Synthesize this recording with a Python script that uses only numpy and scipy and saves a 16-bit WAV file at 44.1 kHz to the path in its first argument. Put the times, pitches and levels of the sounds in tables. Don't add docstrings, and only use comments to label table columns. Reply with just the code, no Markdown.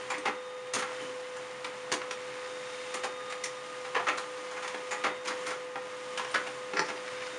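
import sys
import numpy as np
from scipy import signal
from scipy.fft import rfft, irfft, next_fast_len
from scipy.io import wavfile

SR = 44100
rng = np.random.default_rng(int(sys.argv[2]) if len(sys.argv) > 2 else 0)


def int16_out(signal):
    q = np.round(np.clip(np.atleast_2d(signal).T, -1, 1) * 32767)
    wavfile.write(sys.argv[1], SR, q.astype(np.int16))


N = 325458


def from_db(db):
    return 10 ** (np.asarray(db) / 20)


def unit_level(x):
    return x / np.sqrt(np.mean(x ** 2) + 1e-20)


def fade_out(t, fade_s):
    return np.exp(-np.log(1000) * t / fade_s)


def add(track, start_s, sound):
    start = int(start_s * SR)
    track[start:start + len(sound)] += sound[:len(track) - start]


def over_time(rows):
    times, *columns = np.transpose(rows)
    return [np.interp(np.arange(N) / SR, times, column) for column in columns]


def colour_db(colour, hz):
    centres, db = np.transpose(colour)
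    return np.interp(np.log(hz + 1), np.log(centres), db)


def coloured(x, colours, rings):
    hz = np.fft.rfftfreq(len(x), 1 / SR)
    broad_db = sum(colour_db(colour, hz) for colour in colours)
    ring_db = sum(db / (1 + (2 * (hz - centre) / width) ** 2) for centre, width, db in rings)
    cepstrum = irfft(np.log(from_db(broad_db + ring_db)), len(x))
    cepstrum[1:len(x) // 2] *= 2
    cepstrum[len(x) // 2 + 1:] = 0
    response = np.exp(rfft(cepstrum))
    return unit_level(irfft(rfft(x) * response, len(x)))


def drift(rate_hz):
    step = 100
    size = next_fast_len(N // step + 2)
    hz = np.fft.rfftfreq(size, step / SR)
    slow = irfft(rfft(rng.standard_normal(size)) / (1 + (hz / rate_hz) ** 2), size)
    return np.interp(np.arange(N) / step, np.arange(size), unit_level(slow))


def grains(size, spread_db, grain_s):
    steps = np.arange(size) / (grain_s * SR)
    strength = np.interp(steps, np.arange(size), rng.standard_normal(size))
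    return rng.standard_normal(size) * from_db(spread_db * strength)


def spinning_tone(hz, wander_hz, flutter_db):
    phase = 2 * np.pi * np.cumsum(hz + wander_hz * drift(rate_hz=5.54)) / SR
    return np.sqrt(2) * np.sin(phase) * from_db(flutter_db * drift(rate_hz=21.0))


MOTOR_HZ, WHINE_HZ = 504.3, 1226
# (time [s], level [dB])
HUM_LEVELS = [(0, -44), (1.0, -41), (1.5, -44.5), (2.2, -42.5), (3.05, -42.5), (3.63, -45), (3.95, -42.5),
              (5.15, -42.5), (5.4, -39), (5.75, -43.5), (7.38, -42.5)]
# (pitch [Hz], level [dB])
GEAR_TONES = [(419.5, -65), (839.5, -63), (1008.3, -59.5), (1840, -61), (2017, -69), (2153, -76),
              (2955, -74)]
# (time [s], main note [dB], overtone [dB])
WHINE_LEVELS = [(0, -55, -70), (0.35, -53, -58.5), (0.55, -51.5, -60.5), (0.7, -57, -64), (1.0, -58, -68),
                (1.9, -59.5, -68), (2.45, -54.5, -58.5), (2.8, -59, -59.5), (3.1, -48, -58),
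                (3.55, -51, -59.5), (3.8, -50.5, -70), (4.3, -49, -74), (4.8, -56.5, -68), (5.05, -46, -56),
                (5.23, -62, -59), (5.4, -54, -68), (5.7, -53, -70), (6.5, -54, -64), (7.0, -55, -66),
                (7.38, -54, -55)]


def motor():
    hum_db, = over_time(HUM_LEVELS)
    whine_db, overtone_db = over_time(WHINE_LEVELS)
    hum = from_db(hum_db) * spinning_tone(MOTOR_HZ, wander_hz=0.57, flutter_db=1.1)
    gears = sum(from_db(db) * spinning_tone(hz, wander_hz=2.3, flutter_db=-1.0) for hz, db in GEAR_TONES)
    whine = from_db(whine_db) * spinning_tone(WHINE_HZ, wander_hz=2.605, flutter_db=2.0)
    overtone = from_db(overtone_db) * spinning_tone(3 * WHINE_HZ, wander_hz=1.9, flutter_db=2.0)
    return hum + gears + whine + overtone


# (time [s], gear patter [dB], paper slide [dB])
FEED_LEVELS = [(0.0, -43, -51), (0.4, -49, -56.5), (0.74, -48.5, -57), (0.93, -43.5, -50),
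               (1.2, -46.5, -53), (2.0, -46, -53.5), (2.92, -46, -49), (3.1, -47, -53.5), (3.7, -46, -51.5),
               (4.2, -45.5, -51.5), (4.95, -45.5, -51), (5.2, -47.5, -56), (5.42, -42.5, -48.5),
               (5.7, -48, -56), (6.05, -46, -51.5), (6.33, -43, -48.5), (6.65, -46, -52.5),
               (7.38, -44, -50)]
# (frequency [Hz], relative level [dB])
GEAR_COLOUR = [(25, -68), (65, -41.5), (130, -7), (190, -7), (380, -3), (620, -2), (950, 0.5), (2000, 1.5),
               (3000, -5), (4500, -23.5), (10000, -31.5)]
# (pitch [Hz], width [Hz], boost [dB])
HOUSING_RINGS = [(91, 16.6, 16.5), (131.4, 11.3, 9), (204.5, 11.4, 8), (265, 9.2, 8.5), (309, 12.6, 12),
                 (368.7, 8.2, 9), (397, 12.6, 7.5), (614, 84, 4.5), (880, 30, 5.5), (1070, 98, 6.5),
                 (1257, 40, 3.5), (1466, 38, 3.5), (2083, 24, 7), (2150, 25, 0.5)]
# (frequency [Hz], relative level [dB])
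PAPER_COLOUR = [(1200, -13.5), (3000, 5), (4500, 1), (6900, 0), (8000, -2.5), (9300, -3.5), (10500, -14),
                (12000, -50)]
# (frequency [Hz], width [Hz], change [dB])
TREBLE_DIP = [(7940, 230, -11)]


def paper_feed():
    gear_db, paper_db = over_time(FEED_LEVELS)
    patter = coloured(grains(N, spread_db=1.0, grain_s=0.0023), [GEAR_COLOUR], HOUSING_RINGS)
    slide = coloured(grains(N, spread_db=1.0, grain_s=0.0028), [PAPER_COLOUR], TREBLE_DIP)
    return from_db(gear_db) * patter + from_db(paper_db) * slide


# (frequency [Hz], relative level [dB])
CRINKLE_COLOUR = [(400, -22), (1000, -4), (1600, 3), (2300, 3), (3400, -10), (5000, -9), (10000, -29),
                  (12000, -45)]
# (time [s], length [s], level [dB], ring pitch [Hz], ring boost [dB])
CRINKLES = [(0.931, 0.2, -53, 3080, 24), (2.154, 0.42, -51, 2100, 1), (2.502, 0.59, -50.5, 2700, 3),
            (7.029, 0.17, -43, 2600, -1), (7.157, 0.19, -44.5, 1900, -2)]


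def paper_crinkles(ring_width_hz=480):
    out, t = np.zeros(N), np.arange(SR) / SR
    for start_s, length_s, db, ring_hz, ring_db in CRINKLES:
        clumps = grains(SR, spread_db=4.5, grain_s=0.004)
        scratch = coloured(clumps, [CRINKLE_COLOUR], TREBLE_DIP + [(ring_hz, ring_width_hz, ring_db)])
        progress = np.clip(t / length_s, 0, 1)
        swell = np.sqrt(np.abs(np.sin(np.pi * progress)))
        add(out, start_s, from_db(db) * swell * scratch)
    return out


def hit(fade_s, sharp_share, colours, rings, rise_share=0.03, bass_hold=1.62):
    t = np.arange(2 * (SR // 6)) / SR
    fade = fade_out(t, fade_s)
    rise = 1 - np.exp(-t / (rise_share * fade_s))
    chatter = grains(len(t), spread_db=2.0, grain_s=0.00154)
    bass = signal.sosfilt(signal.butter(1, 700, fs=SR, output="sos"), chatter)
    rattle = unit_level(((chatter - bass) * fade + bass * fade ** (1 / bass_hold)) * rise)
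    touch = unit_level(signal.unit_impulse(len(t)))
    force = np.sqrt(1 - sharp_share) * rattle + np.sqrt(sharp_share) * touch
    return coloured(force, colours, rings) * np.sqrt(np.mean(fade ** 2))


# thump, knock, middle, snap and tick (centre [Hz])
HIT_BANDS_HZ = [280, 950, 2100, 5200, 9000]
# (frequency [Hz], relative level [dB])
CASE_COLOUR = [(35, -58), (70, -37), (130, -23.5), (300, -10), (600, -6), (850, -0.5), (1400, -3),
               (2200, -2.5), (3000, -8), (4200, -13), (6600, -19.5), (9100, -22.5), (11000, -40)]
# (pitch [Hz], width [Hz], boost [dB])
CASE_RINGS = [(138.5, 7.3, 5.5), (188, 6.7, -3.5), (266, 15, 0), (297, 8.4, 2), (380, 9.9, 7), (437, 17, 4),
              (476, 23, 1), (694, 126, -3.5), (1140, 310, 0.5), (1330, 51, -0.5), (2310, 18, 1),
              (6140, 400, 3.5), (6870, 770, 3), (10130, 830, 6)]


def plastic_part(db, thump_db, knock_db, snap_db, fade_s, rings, sharp_share=0.049):
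    tick_db = -0.5 + 1.7 * snap_db
    colour = list(zip(HIT_BANDS_HZ, [thump_db, knock_db, 0, snap_db, tick_db]))
    rise_share = 0.045 * from_db(-0.29 * snap_db)
    all_rings = CASE_RINGS + TREBLE_DIP + rings
    return from_db(db) * hit(fade_s, sharp_share, [CASE_COLOUR, colour], all_rings, rise_share)


def feed_ticks(per_second=2.5, level_db=-44.5, spread_db=2.5, low_hz=1000, high_hz=3040):
    out = np.zeros(N)
    gear_db, _ = over_time(FEED_LEVELS)
    load_db = gear_db - gear_db.mean()
    for when, strength, pitch in rng.random((int(per_second * N / SR), 3)):
        db = level_db + load_db[int(when * N)] + spread_db * (2 * strength - 1)
        ring = (low_hz * (high_hz / low_hz) ** pitch, 130, 11)  # (pitch [Hz], width [Hz], boost [dB])
        tick = plastic_part(db, thump_db=2, knock_db=0, snap_db=2, fade_s=0.07, rings=[ring])
        add(out, when * N / SR, tick)
    return out


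# (time [s], pitch [Hz], level [dB], fade time [s])
PANEL_NOTES = [(0.257, 388, -45, .2), (0.741, 126, -52, 0.15), (0.76, 257, -43, 0.12),
               (1.921, 135, -47, 0.14), (1.924, 400, -42, .13), (2.943, 308, -50, 0.21),
               (3.044, 753, -45, 0.13), (3.95, 1080, -39, .17), (3.962, 465, -28, .09),
               (4.072, 1063, -34, .14), (4.746, 756, -47, 0.13), (5.041, 1160, -31.5, 0.12),
               (5.044, 2155, -27, 0.084), (5.76, 794, -39, 0.18), (6.345, 1290, -36, 0.17),
               (6.736, 400, -33.5, .1), (6.796, 388, -33, 0.12), (6.8155, 880, -24, 0.072)]


def singing_panels(rise_s=0.0027):
    out, t = np.zeros(N), np.arange(SR // 2) / SR
    for start_s, hz, db, fade_s in PANEL_NOTES:
        swing = (1 - np.exp(-t / rise_s)) * fade_out(t, fade_s)
        add(out, start_s, from_db(db) * swing * np.sqrt(2) * np.sin(2 * np.pi * hz * t))
    return out


# (frequency [Hz], relative level [dB])
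TRAY_COLOUR = [(50, -49), (100, -50), (150, 1), (270, -12), (400, 9.5), (660, -3), (1300, 6), (2300, 0),
               (2900, -11), (3700, -17), (4500, -8.5), (5800, -8.5), (6700, -34), (8300, -28), (11000, -44)]
# (pitch [Hz], width [Hz], boost [dB])
TRAY_RINGS = [(151, 45, 3), (404, 170, 1), (875, 49, 11), (1440, 81, 1), (1790, 120, 6), (1880, 90, -5),
              (7130, 270, 18)]
# (time [s], level [dB], thump [dB], snap [dB], fade time [s], share of sharp first touch [0-1])
PAW_KNOCKS = [(6.764, -32, -9, -1, 0.09, 0.1), (6.7707, -24, -11, 0.5, 0.064, 0.45),
              (6.7918, -22, 2, -2, 0.033, 0.18), (6.7939, -17, -7, 8, 0.016, 0.75),
              (6.797, -28, -1, 15, 0.045, 0.2), (6.815, -33.5, 8, 0, 0.025, 0.3),
              (6.845, -46, -16, 20, 0.21, 0)]


def pawed_tray():
    out = np.zeros(N)
    for start_s, db, thump_db, snap_db, fade_s, sharp_share in PAW_KNOCKS:
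        colour = list(zip(HIT_BANDS_HZ, [thump_db, thump_db / 2, 0, snap_db, snap_db]))
        add(out, start_s, from_db(db) * hit(fade_s, sharp_share, [TRAY_COLOUR, colour], TRAY_RINGS))
    return out


# (time [s], level [dB], thump [dB], knock [dB], snap [dB],
# fade time [s], ring pitch [Hz], ring width [Hz], ring boost [dB], high ring pitch [Hz],
# high ring boost [dB], bounce delay [s], bounce level change [dB])
PART_CLACKS = [(0.102, -27.5, -4, 5.5, 4.5, 0.079, 2280, 200, 10.5, 7160, 6, 0.0079, -5),
               (0.138, -30.5, 4, -17, -2, 0.057, 1910, 500, 9, 2920, 4, 0.022, -16),
               (0.181, -34, 15, 3, 6.5, .025, 8700, 900, 12, 6200, 8, .017, -22),
               (0.2551, -22.5, 5, 0, -0.5, 0.076, 1140, 500, 3, 2060, 5.5, .02, -3.5),
               (0.736, -25.5, -1, -0.5, 11, 0.065, 4330, 1500, 2, 6560, 5, 0.013, -1),
               (0.762, -27.5, 8, -2, 2, 0.063, 1350, 300, 10, 6600, -2, 0.018, -8),
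               (0.786, -30, -19, 5, 7.5, 0.091, 1300, 400, 4, 6600, 2, 0.029, -20),
               (0.822, -28, -3, -1, 0, 0.064, 1500, 400, 3, 2020, 5, .012, -13),
               (1.01, -42.5, 20, 5, 9.5, 0.14, 3050, 230, 3, 6700, 2, 0.031, -4),
               (1.365, -39.5, -10, 3, 5, .05, 7300, 1200, 6, 5600, -5, .017, -20),
               (1.645, -28.5, -4, -5, 0, 0.041, 3620, 400, 5, 6500, -3, 0.02, -8),
               (1.9171, -22, 7, 2, 3, 0.024, 1050, 400, 0, 4450, 13, .017, -12),
               (1.9228, -21.5, 2.5, 2, 7.5, 0.033, 1290, 500, 3.5, 6460, 9, 0.015, -2.5),
               (2.016, -30, -9, -5, -9, 0.026, 1090, 150, 8, 2000, 1, 0.0079, -8),
               (2.1095, -28, -8, -4, 3.5, 0.039, 1500, 300, 1, 5750, 7, .017, -24),
               (2.941, -27.5, 7, 2.5, 8.5, 0.054, 1280, 160, 11, 2150, 8, 0.028, -10),
               (3.035, -27.5, -2, 3, 2, 0.046, 1900, 500, 4, 7000, 7, 0.015, -17),
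               (3.042, -27, 3, 2, 4, 0.051, 746, 90, 9, 1610, 8, 0.04, -15),
               (3.298, -37.5, -6, -3, 3, 0.1, 1210, 100, 2, 7500, 9, 0.012, -19),
               (3.323, -31.5, -5, 1, 3, 0.044, 2000, 600, 9, 8800, 3, 0.015, -16),
               (3.438, -26.8, -7, -14, 10.5, 0.055, 1800, 1400, 8.5, 5700, 8, 0.017, -7),
               (3.849, -35.5, -6, 1, -1, 0.056, 2000, 600, -2, 2900, 2, 0.015, -12),
               (3.948, -22.5, -8.5, 2, -4, 0.061, 1560, 700, 2.5, 4800, 2, 0.015, -0.5),
               (3.993, -27, 1, 6, -8, 0.058, 1080, 250, -1, 730, 7, 0.012, -9),
               (4.0688, -22, -2, -1, -3, 0.083, 1360, 300, 12, 1920, 7, 0.021, -27),
               (4.084, -20.5, 3, -4, -0.5, 0.051, 2530, 1500, 6.5, 6500, 8, 0.0091, -12),
               (4.175, -28.5, 2, 1.5, 6, 0.069, 1430, 200, 9, 4120, 6, 0.014, -12),
               (4.511, -36, -6, 7, 2, 0.052, 6550, 900, 12, 9000, 2, .017, -22),
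               (4.565, -35.5, -3, 2, 0, 0.11, 1450, 150, 8, 2400, 4, .017, -14),
               (4.625, -35, -8, -2, 2, 0.076, 1870, 200, 5, 6500, 4, 0.018, 1),
               (4.677, -31, -17, -5, 3, 0.039, 1010, 120, 8, 6500, 2, .017, -11),
               (4.744, -29, 1, 1.5, -5, 0.038, 720, 80, 6.5, 2160, 3, .017, -25),
               (4.91, -28.5, -1, 3, 6, 0.12, 1970, 1100, 8.5, 7000, 8, 0.0076, -6),
               (5.039, -21.5, 2.5, -2, -1.5, 0.078, 1170, 250, 3.5, 2160, 0.5, 0.024, -5.5),
               (5.251, -35, 1, -5, 3, 0.1, 1410, 150, 0, 6500, 2, 0.027, -15),
               (5.274, -27, 1, -1.5, 3.5, 0.076, 1400, 300, 4.5, 5000, 4, 0.03, -4.5),
               (5.463, -33.5, 3, -1.5, 8.5, 0.11, 1330, 300, 10, 2070, 6, .011, -0.5),
               (5.506, -31.5, -5, 1, 3, 0.071, 1506, 180, 7, 6700, 4, 0.021, -26),
               (5.7565, -28, 7.5, 1, -4.5, 0.023, 1680, 400, 10, 2500, 3, .005, -2.5),
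               (6.1752, -26, -5, -5, 4, 0.042, 3120, 500, 5, 1580, 12.5, 0.013, -25),
               (6.195, -24.5, 2, 0.5, -3, 0.031, 1350, 500, 3, 6200, 7, 0.014, -20),
               (6.246, -30, -2, -2, -2, 0.021, 1610, 300, -1, 2930, 11, 0.0034, -4),
               (6.315, -40, -20, -2, 12, .015, 9100, 1000, 17, 4700, 7, 0.013, -12),
               (6.3428, -19.5, -3, -3.5, 0.5, 0.043, 1420, 750, 10.5, 5000, 6, .012, -1.5),
               (6.466, -33, 4, -2, 1.5, 0.07, 1220, 100, 6, 2800, 6, 0.021, -21),
               (6.7344, -27, 14.5, 1, -3, 0.031, 1400, 150, 2, 5600, 2, .017, -26),
               (6.884, -32.5, 3.5, 0.5, 2.5, 0.066, 2560, 200, 2, 7200, 1, .015, 1),
               (6.967, -41, -6, -6, 0, .06, 2700, 800, 7, 4800, 15, .017, -18)]


def clacks(high_width_share=0.11, bounce_thump_db=3.5, bounce_snap_db=-3.5):
    out = np.zeros(N)
    for (start_s, db, thump_db, knock_db, snap_db, fade_s,
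         ring_hz, width_hz, ring_db, high_hz, high_db, bounce_s, bounce_db) in PART_CLACKS:
        rings = [(ring_hz, width_hz, ring_db), (high_hz, high_width_share * high_hz, high_db)]
        strike = plastic_part(db, thump_db, knock_db, snap_db, fade_s, rings)
        bounce = plastic_part(db + bounce_db, thump_db + bounce_thump_db, knock_db,
                              snap_db + bounce_snap_db, fade_s, rings)
        add(out, start_s, strike)
        add(out, start_s + bounce_s, bounce)
    return out


def room(x, echo_db=-4.5, gap_s=0.0066, low_fade_s=0.27, treble_fade_s=0.17):
    t = np.arange(SR // 2) / SR
    noise = rng.standard_normal(len(t))
    low = signal.sosfiltfilt(signal.butter(2, 3500, fs=SR, output="sos"), noise)
    tail = low * fade_out(t, low_fade_s) + (noise - low) * fade_out(t, treble_fade_s)
    tail *= np.clip(t / gap_s - 0.5, 0, 1)
    echo = signal.fftconvolve(x, tail / np.sqrt(np.sum(tail ** 2)))[:N]
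    return x + from_db(echo_db) * echo


def scene():
    running = motor() + paper_feed() + paper_crinkles()
    clatter = clacks() + pawed_tray() + feed_ticks()
    return (running + singing_panels() + room(clatter))[None]


def record(dry, cutoff_hz=11176, leak_band_hz=(13100, 14400), leak_db=-7.5):
    leak = signal.sosfilt(signal.butter(4, leak_band_hz, "band", fs=SR, output="sos"), dry)
    kept = signal.sosfilt(signal.ellip(8, 0.2, 45, cutoff_hz, fs=SR, output="sos"), dry)
    return kept + from_db(leak_db) * leak


dry = scene()
out = record(dry)
int16_out(out)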